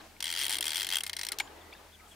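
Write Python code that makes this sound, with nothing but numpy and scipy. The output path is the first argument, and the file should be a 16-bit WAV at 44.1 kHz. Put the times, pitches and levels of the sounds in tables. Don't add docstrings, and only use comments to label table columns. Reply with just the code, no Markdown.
import sys
import numpy as np
from scipy import signal
from scipy.fft import rfft, irfft
from scipy.io import wavfile
from scipy.ndimage import uniform_filter1d, minimum_filter1d

SR = 44100
rng = np.random.default_rng(int(sys.argv[2]) if len(sys.argv) > 2 else 0)


def volts_from_db(level):
    exponent = np.asarray(level, float) / 20
    return 10 ** exponent


def generate_wav(signal):
    frames = np.transpose(np.atleast_2d(signal))
    scaled = np.clip(frames, -1, 1) * 32767
    pcm = np.round(scaled).astype(np.int16)
    wavfile.write(sys.argv[1], SR, pcm)


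N = 94815

# (frequency [Hz], difference [dB])
REEL_LEAN = [(500, 4), (2000, 1), (3300, 4.5), (6000, 3.5), (8000, 4.5), (11000, -4.5), (12500, 10.5),
             (15000, 11)]
# (frequency [Hz], likeness [0-1])
REEL_SAME = [(500, 0.15), (1500, 0.63), (3300, 1), (6000, 0.67), (9500, 0.6), (14000, 0.29)]
# (frequency [Hz], likeness [0-1])
AMBIENT_SAME = [(60, 0.95), (150, 0.62), (350, 0.7), (900, 0.6), (3770, 0.4), (15000, 0.5)]
# (frequency [Hz], difference [dB])
AMBIENT_LEAN = [(60, 1), (240, 0.11), (950, 0.5), (3770, 2.9), (15000, 0.35)]


def evened(x):
    return x / np.sqrt(np.mean(x ** 2) + 1e-20)


def read(points, hz):
    f, value = np.transpose(points)
    return np.interp(np.log(hz + 1), np.log(f + 1), value)


def add(mix, s, sound):
    part = mix[..., round(s * SR):][..., :sound.shape[-1]]
    part += sound[..., :part.shape[-1]]


def ring(x, hz, width_hz):
    return signal.lfilter(*signal.iirpeak(hz, hz / min(width_hz, SR / 3), SR), x)


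def sway(x, hz, width_hz):
    turn = np.exp(2j * np.pi * np.cumsum(hz) / SR)
    r = np.exp(-np.pi * width_hz / SR)
    return 2 * (turn * signal.lfilter([1 - r], [1, -r], x / turn + 1e-18)).real


def colour(x, db_points):
    return irfft(rfft(x) * volts_from_db(read(db_points, np.fft.rfftfreq(N, 1 / SR))), N)


def ports(a, b, same, lean):
    hz = np.fft.rfftfreq(N, 1 / SR)
    likeness = np.clip(read(same, hz), 0, 1)
    side = np.array([[1], [-1]])
    z = np.sqrt((1 + likeness) / 2) * rfft(a) + side * np.sqrt((1 - likeness) / 2) * rfft(b)
    return irfft(z * volts_from_db(side * read(lean, hz) / 2), N)


def burst(rise_s, die_s):
    t = np.arange(-3 * rise_s, 8 * die_s, 1 / SR)
    return np.where(t < 0, np.exp(-(t / rise_s) ** 2), np.exp(-t / die_s))


def air():
    # (frequency [Hz], density [dB per Hz])
    hiss_spectrum = [(15, -50), (25, -13), (299, -15), (542, -65), (620, -11), (749, -34), (1280, -26),
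                     (1470, -15.5), (15800, -26.5)]
    # (frequency [Hz], level [dB], wander [Hz])
    hum_lines = [(36, -69, 5.5), (81.8, -65, 4.6), (206.7, -74, 3.73)]
    hiss = evened(colour(rng.standard_normal((2, N)), hiss_spectrum))
    out = volts_from_db(-59.5) * ports(*hiss, AMBIENT_SAME, AMBIENT_LEAN)
    for hz, db, wander_hz in hum_lines:
        slow = uniform_filter1d(uniform_filter1d(rng.standard_normal((2, N)), 2500), 2500)
        level_drift, pitch_drift = evened(slow)
        phase = 2 * np.pi * np.cumsum(hz + wander_hz * pitch_drift) / SR
        out += np.sqrt(2) * volts_from_db(db + 2.0 * level_drift) * np.sin(phase)
    return out


def water():
    # (time [s], level [dB])
    laps = [(0, -49), (.13, -60.5), (.19, -63), (.48, -51.5), (.75, -55.5), (1.18, -58), (1.41, -50),
            (1.7, -55.5), (1.88, -56.5), (1.95, -65.5), (2.03, -60), (2.15, -60.5)]
    # (frequency [Hz], gain [dB])
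    hull = [(330, 0), (540, -1), (820, 5), (1100, 2)]
    bubbles_per_s, slosh_db, lap_db = 260, -1.5, -4
    size = volts_from_db(-0.5 * np.minimum(rng.exponential(1, N), 4)) * (rng.random(N) < bubbles_per_s / SR)
    kind = rng.integers(0, 32, N)
    out = np.zeros((2, N))
    for k, hz in enumerate(np.geomspace(272.2, 1201, 32)):
        turns = np.arange(0, 30 / hz, 1 / SR) * hz
        shape = np.minimum(turns, 1) * np.exp(-turns / 18.0)
        bubble = shape * np.sin(2 * np.pi * turns * (1 + 0.00538 * turns))
        out[k % 2] += signal.oaconvolve(size * (kind == k), bubble)[:N]
    gurgle = evened(np.array([out[0] + out[1], out[0] - out[1]]))
    slosh = evened(ring(ring(rng.standard_normal((2, N)), 440, 1800), 740, 4700))
    both = gurgle + volts_from_db(slosh_db) * slosh
    level = volts_from_db(lap_db + np.interp(np.arange(N) / SR, *np.transpose(laps)))
    return ports(*(colour(both, hull) * level), AMBIENT_SAME, AMBIENT_LEAN)


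def hisses():
    # (start [s], length [s], level [dB], centre [Hz], width [Hz])
    swells = [
        (0, .13, -63.5, 4080, 4800),
        (1.488, 0.3, -63.5, 1950, 120),
        (1.987, 0.12, -62, 1270, 160),
        (2.063, 0.091, -61.5, 8400, 3500),
    ]
    out = np.zeros((2, N))
    for s, length, db, hz, width in swells:
        noise = rng.standard_normal((2, SR // 2))
        band = evened(ring(ring(noise, hz, width), hz, width))[:, :round(length * SR)]
        add(out, s, volts_from_db(db) * band * np.sin(np.linspace(0, np.pi, band.shape[1])))
    return ports(*out, AMBIENT_SAME, AMBIENT_LEAN)


def chirps():
    # (start [s], length [s], level [dB], start pitch [Hz], end pitch [Hz])
    whistles = [(0, 0.019, -54, 4400, 2730), (1.576, 0.014, -61.5, 3600, 3200),
                (1.609, 0.016, -57.5, 3700, 3080), (1.76, 0.029, -59, 3800, 2940),
                (1.919, 0.021, -58, 3200, 3700), (1.931, 0.032, -56.5, 3700, 2920),
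                (2.105, 0.039, -55.5, 3450, 3040), (1.3, 0.065, -52, 1450, 950),
                (1.71, 0.013, -58, 4940, 2640), (1.744, 0.019, -62, 3400, 4000),
                (2.126, 0.0136, -67, 2930, 2000), (1.995, 0.015, -56, 2360, 1890),
                (2.053, 0.018, -61, 3300, 3050)]
    out = np.zeros(N)
    for s, length, db, start_hz, end_hz in whistles:
        u = np.arange(0, length, 1 / SR) / length
        wobble, warble = evened(uniform_filter1d(rng.standard_normal((2, 4000)), 70))[:, :len(u)]
        hz = (start_hz + (end_hz - start_hz) * u ** 1.63) * (1 + .022 * warble)
        shape = (1 + .45 * wobble) * np.sqrt(np.sin(np.pi * u))
        add(out, s, volts_from_db(db) * shape * np.sin(2 * np.pi * np.cumsum(hz) / SR))
    return out * volts_from_db(np.array([[1.5], [-1.5]]))


def knocks():
    # (time [s], peak [dB], centre [Hz], width [Hz], decay [s])
    blows = [(.0085, -43, 1600, 500, .002), (.166, -49, 2200, 500, .003), (1.3856, -38, 4000, 4000, .001),
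             (1.3871, -24, 9000, 12000, .0008), (1.3872, -23, 4100, 2400, .0008),
             (1.3895, -30, 4000, 4000, .006), (1.399, -24, 4200, 5000, .004),
             (1.401, -28, 10000, 12000, .004), (1.4011, -29, 1500, 1200, .004),
             (1.4012, -20, 2900, 1500, .002), (1.4035, -29, 810, 400, .004),
             (1.4042, -20, 2250, 900, .0025), (1.4040, -30, 8800, 2500, .003),
             (1.4100, -34, 2600, 3000, .008), (1.4755, -43, 3100, 900, .0015),
             (1.4770, -46, 1600, 500, .002), (1.726, -42, 2300, 400, .003), (1.730, -41, 3500, 1200, .002),
             (1.735, -48, 4700, 700, .003), (1.736, -45, 2700, 400, .003), (1.749, -48, 1700, 400, .004)]
    ring_s, ring_hz, ring_db, ring_t60_s, ring_stop_s = 1.406, 7080, -50, .35, .066
    grit = 2.2
    out = np.zeros((2, N))
    for s, db, hz, width, die in blows:
        shape = burst(0.00031, die)
        tone = np.cos(2 * np.pi * hz * np.arange(len(shape)) / SR)
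        clean = tone * (width < hz / 2) * [[1], [0]]
        noise = rng.standard_normal((2, 4000))[:, :len(shape)]
        blow = ring(ring((clean + grit * noise) * shape, hz, width), hz, 2 * width)
        add(out, s - .0012, volts_from_db(db) * blow / abs(blow[0]).max())
    t = np.arange(0, ring_stop_s, 1 / SR)
    shape = np.clip(np.minimum(t, ring_stop_s - t) / 0.0044, 0, 1)
    decay = volts_from_db(ring_db - 60 * t / ring_t60_s)
    add(out[0], ring_s, shape * decay * np.sin(2 * np.pi * ring_hz * t))
    return ports(*out, REEL_SAME, REEL_LEAN)


def teeth(slip_s):
    # (time [s], rate [teeth per s])
    spool = [(0.2056, 39.9), (0.266, 85.2), (0.308, 90.0), (0.327, 76.9), (0.362, 86.6), (0.405, 137.6),
             (0.428, 143.1), (0.472, 57.5), (0.532, 117.8), (0.592, 36.8), (0.646, 74.1), (0.678, 82.4),
             (0.733, 71.8), (0.8, 110.1), (0.869, 32.1), (0.909, 91.7), (0.937, 102.2), (1.015, 27.0)]
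    # (time [s], peak [dB], shine [dB])
    stall = [(1.0352, -22.5, -2), (1.0648, -24.5, -1.5), (1.0957, -24.5, -2.5), (1.1313, -24.5, -7),
             (1.1662, -24.5, -1), (1.192, -25.5, 1), (1.2128, -24, -4), (1.2324, -25.5, 0),
             (1.2491, -29, 3.5), (1.2668, -27, 1), (1.2867, -25.5, -1.5), (1.319, -23.5, -4)]
    # (time [s], peak [dB], shine [dB])
    strays = [(.5, -26, 0.5), (0.617, -40, -9), (0.664, -40.5, 18.5), (0.715, -38, -8), (0.742, -34, 0),
              (0.855, -38.5, -8), (0.877, -43, -11), (0.995, -44, 8), (1.0436, -38, -2), (1.054, -46.5, 7),
              (1.0752, -43, 9), (1.084, -51, -5), (1.1505, -53, 5), (1.177, -52, 3), (1.1876, -34, -3),
              (1.2035, -58, 13), (1.222, -48, 9), (1.33, -35.5, -9), (1.342, -48, -6)]
    # (time [s], level [dB], facing [0-1], shine [dB])
    force = [(.204, -37.5, 0.43, -2.5), (.36, -37, 0.7, -7.5), (.45, -37, 0.61, -0.5),
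             (.55, -38, 0.81, 0.5), (.7, -37, 0.67, -3.9), (.85, -37.5, 0.59, 0),
             (0.949, -35.5, 0.91, -5.5), (1.012, -42, 0.93, 3)]
    stall_facing, stall_db, force_gain_db = 0.15, -5.5, 6.5
    s, rate = np.transpose(spool)
    t = np.arange(s[0], s[-1], 1 / SR)
    speed = np.interp(t, s, rate)
    at = np.r_[0, np.flatnonzero(np.diff(np.floor(np.cumsum(speed) / SR)))]
    when, force_db, facing, shine_db = np.transpose(force)
    db = np.interp(t[at], when, force_db) + force_gain_db - 0.22 * 10 * np.log10(speed[at] / 80)
    slow_s, slow_db, slow_shine_db = np.transpose(stall + strays)
    all_facing = np.r_[np.interp(t[at], when, facing), stall_facing + 0 * slow_s]
    all_shine_db = np.r_[np.interp(t[at], when, shine_db), slow_shine_db]
    return (np.r_[t[at], slow_s + slip_s], np.r_[db, slow_db + stall_db],
            np.clip(all_facing, 0, 1), all_shine_db)


def drag():
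    # (frequency [Hz], width [Hz], level facing [dB], level turned away [dB])
    body = [(916, 114, -15.5, -16), (1534, 220, -8, -45), (2126, 32, -7, -6.5), (2740, 200, 3.5, -76),
            (3229, 356, 6, -11), (4065, 310, -14, -3), (4623, 1100, -8.5, -9.5), (5580, 980, -12.5, -9.5),
            (7670, 2700, -8.5, -18), (8673, 400, -2, -8), (9725, 2260, -3.5, -9.5), (13700, 400, -24, -17),
            (14500, 180, -8, -23)]
    # (frequency [Hz], density [dB per Hz])
    crack_spectrum = [(500, -52), (1940, 1), (2520, -5), (3270, -4.5), (3780, -6), (10500, -14.5),
                      (14700, -23), (15900, -43)]
    slip_s, die_s, rattle_s, rattle_db = .0012, .0017, 0.0074, -7.5
    bounce_s, bounce_spread_s, bounce_db, bounce_spread_db = 0.0035, 0.001, -10.5, 2.5
    clean_db, grit_db, crack_db, snap_back_db = -11.5, -11, 2, -3
    tooth_spread_db, mode_spread_db, detune_widths = 0.73, 1.11, .3
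    shine_hz, dull_db_per_khz = 7560, -0.88

    s, db, facing, shine_db = teeth(slip_s)
    luck = rng.standard_normal((120, 2 * len(body) + 3))[:len(s)]
    at = np.round((s - 3 * slip_s) * SR).astype(int)
    late = at + np.round(abs(bounce_s + bounce_spread_s * luck[:, -2]) * SR).astype(int)
    size = volts_from_db(db + tooth_spread_db * luck[:, -1])
    shape = burst(slip_s, die_s)
    grit = rng.standard_normal((2, N))
    order = np.argsort(at)
    latest = order[np.maximum(np.searchsorted(at[order], np.arange(N)) - 1, 0)]

    def struck(gains, hz=0):
        dull = volts_from_db(dull_db_per_khz * hz / 1000)
        rattle = dull * volts_from_db(rattle_db) * burst(slip_s, rattle_s)
        rattle[:len(shape)] += shape[:len(rattle)]
        train = np.zeros(N)
        train[at] += gains
        train[late] += gains * dull * volts_from_db(bounce_db + bounce_spread_db * luck[:, -3])
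        noisy = signal.oaconvolve(train, rattle)[:N] * grit
        if not hz:
            return noisy
        tone = shape * np.cos(2 * np.pi * hz * np.arange(len(shape)) / SR)
        blow = signal.oaconvolve(train, tone)[:N]
        return volts_from_db(grit_db) * noisy + volts_from_db(clean_db) * np.array([blow, 0 * blow])

    low, high = (signal.butter(2, shine_hz, kind, fs=SR) for kind in ("low", "high"))
    snap = np.zeros(N)
    snap[at] = size * volts_from_db(shine_db)
    snap[late] += size * volts_from_db(shine_db + snap_back_db)
    bright = signal.oaconvolve(snap, shape)[:N] * grit
    crack = signal.lfilter(*low, struck(size)) + signal.lfilter(*high, bright)
    out = volts_from_db(crack_db) * colour(crack, crack_spectrum)
    for k, (hz, width, near_db, away_db) in enumerate(body):
        mode_db = away_db + (near_db - away_db) * facing
        mode_db = mode_db + mode_spread_db * (0.65 + 2.4 * hz / shine_hz) * luck[:, k]
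        gains = size * volts_from_db(mode_db + (hz > shine_hz) * shine_db)
        mode_hz = hz + detune_widths * width * np.tanh(luck[latest, len(body) + k])
        out += 4.73 * sway(struck(gains, hz), mode_hz, width)
    out = signal.sosfilt(signal.butter(4, 600, "high", fs=SR, output="sos"), out)
    return ports(*out, REEL_SAME, REEL_LEAN)


def scene():
    return drag() + knocks() + chirps() + hisses() + water() + air()


def top_cut(x):
    return signal.sosfilt(signal.butter(12, 16640, fs=SR, output="sos"), x)


def record(dry):
    mask_db, mask_hz = -28.5, 5000
    dry = signal.oaconvolve(dry, signal.firwin(255, 15750, fs=SR)[None], "same")
    hz, _, z = signal.stft(dry, SR, nperseg=128)
    power = (abs(z) ** 2).sum(0)
    power = uniform_filter1d(uniform_filter1d(power, size=4, axis=0), size=2, axis=1)
    loud = -minimum_filter1d(minimum_filter1d(-power, size=13, axis=1), size=9, axis=0)
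    kept = (power > loud * volts_from_db(2 * mask_db)) | (hz[:, None] < mask_hz)
    mix = signal.istft(z * kept, SR, nperseg=128)[1][:, :N]
    return top_cut(mix)


dry = scene()
out = record(dry)
generate_wav(out)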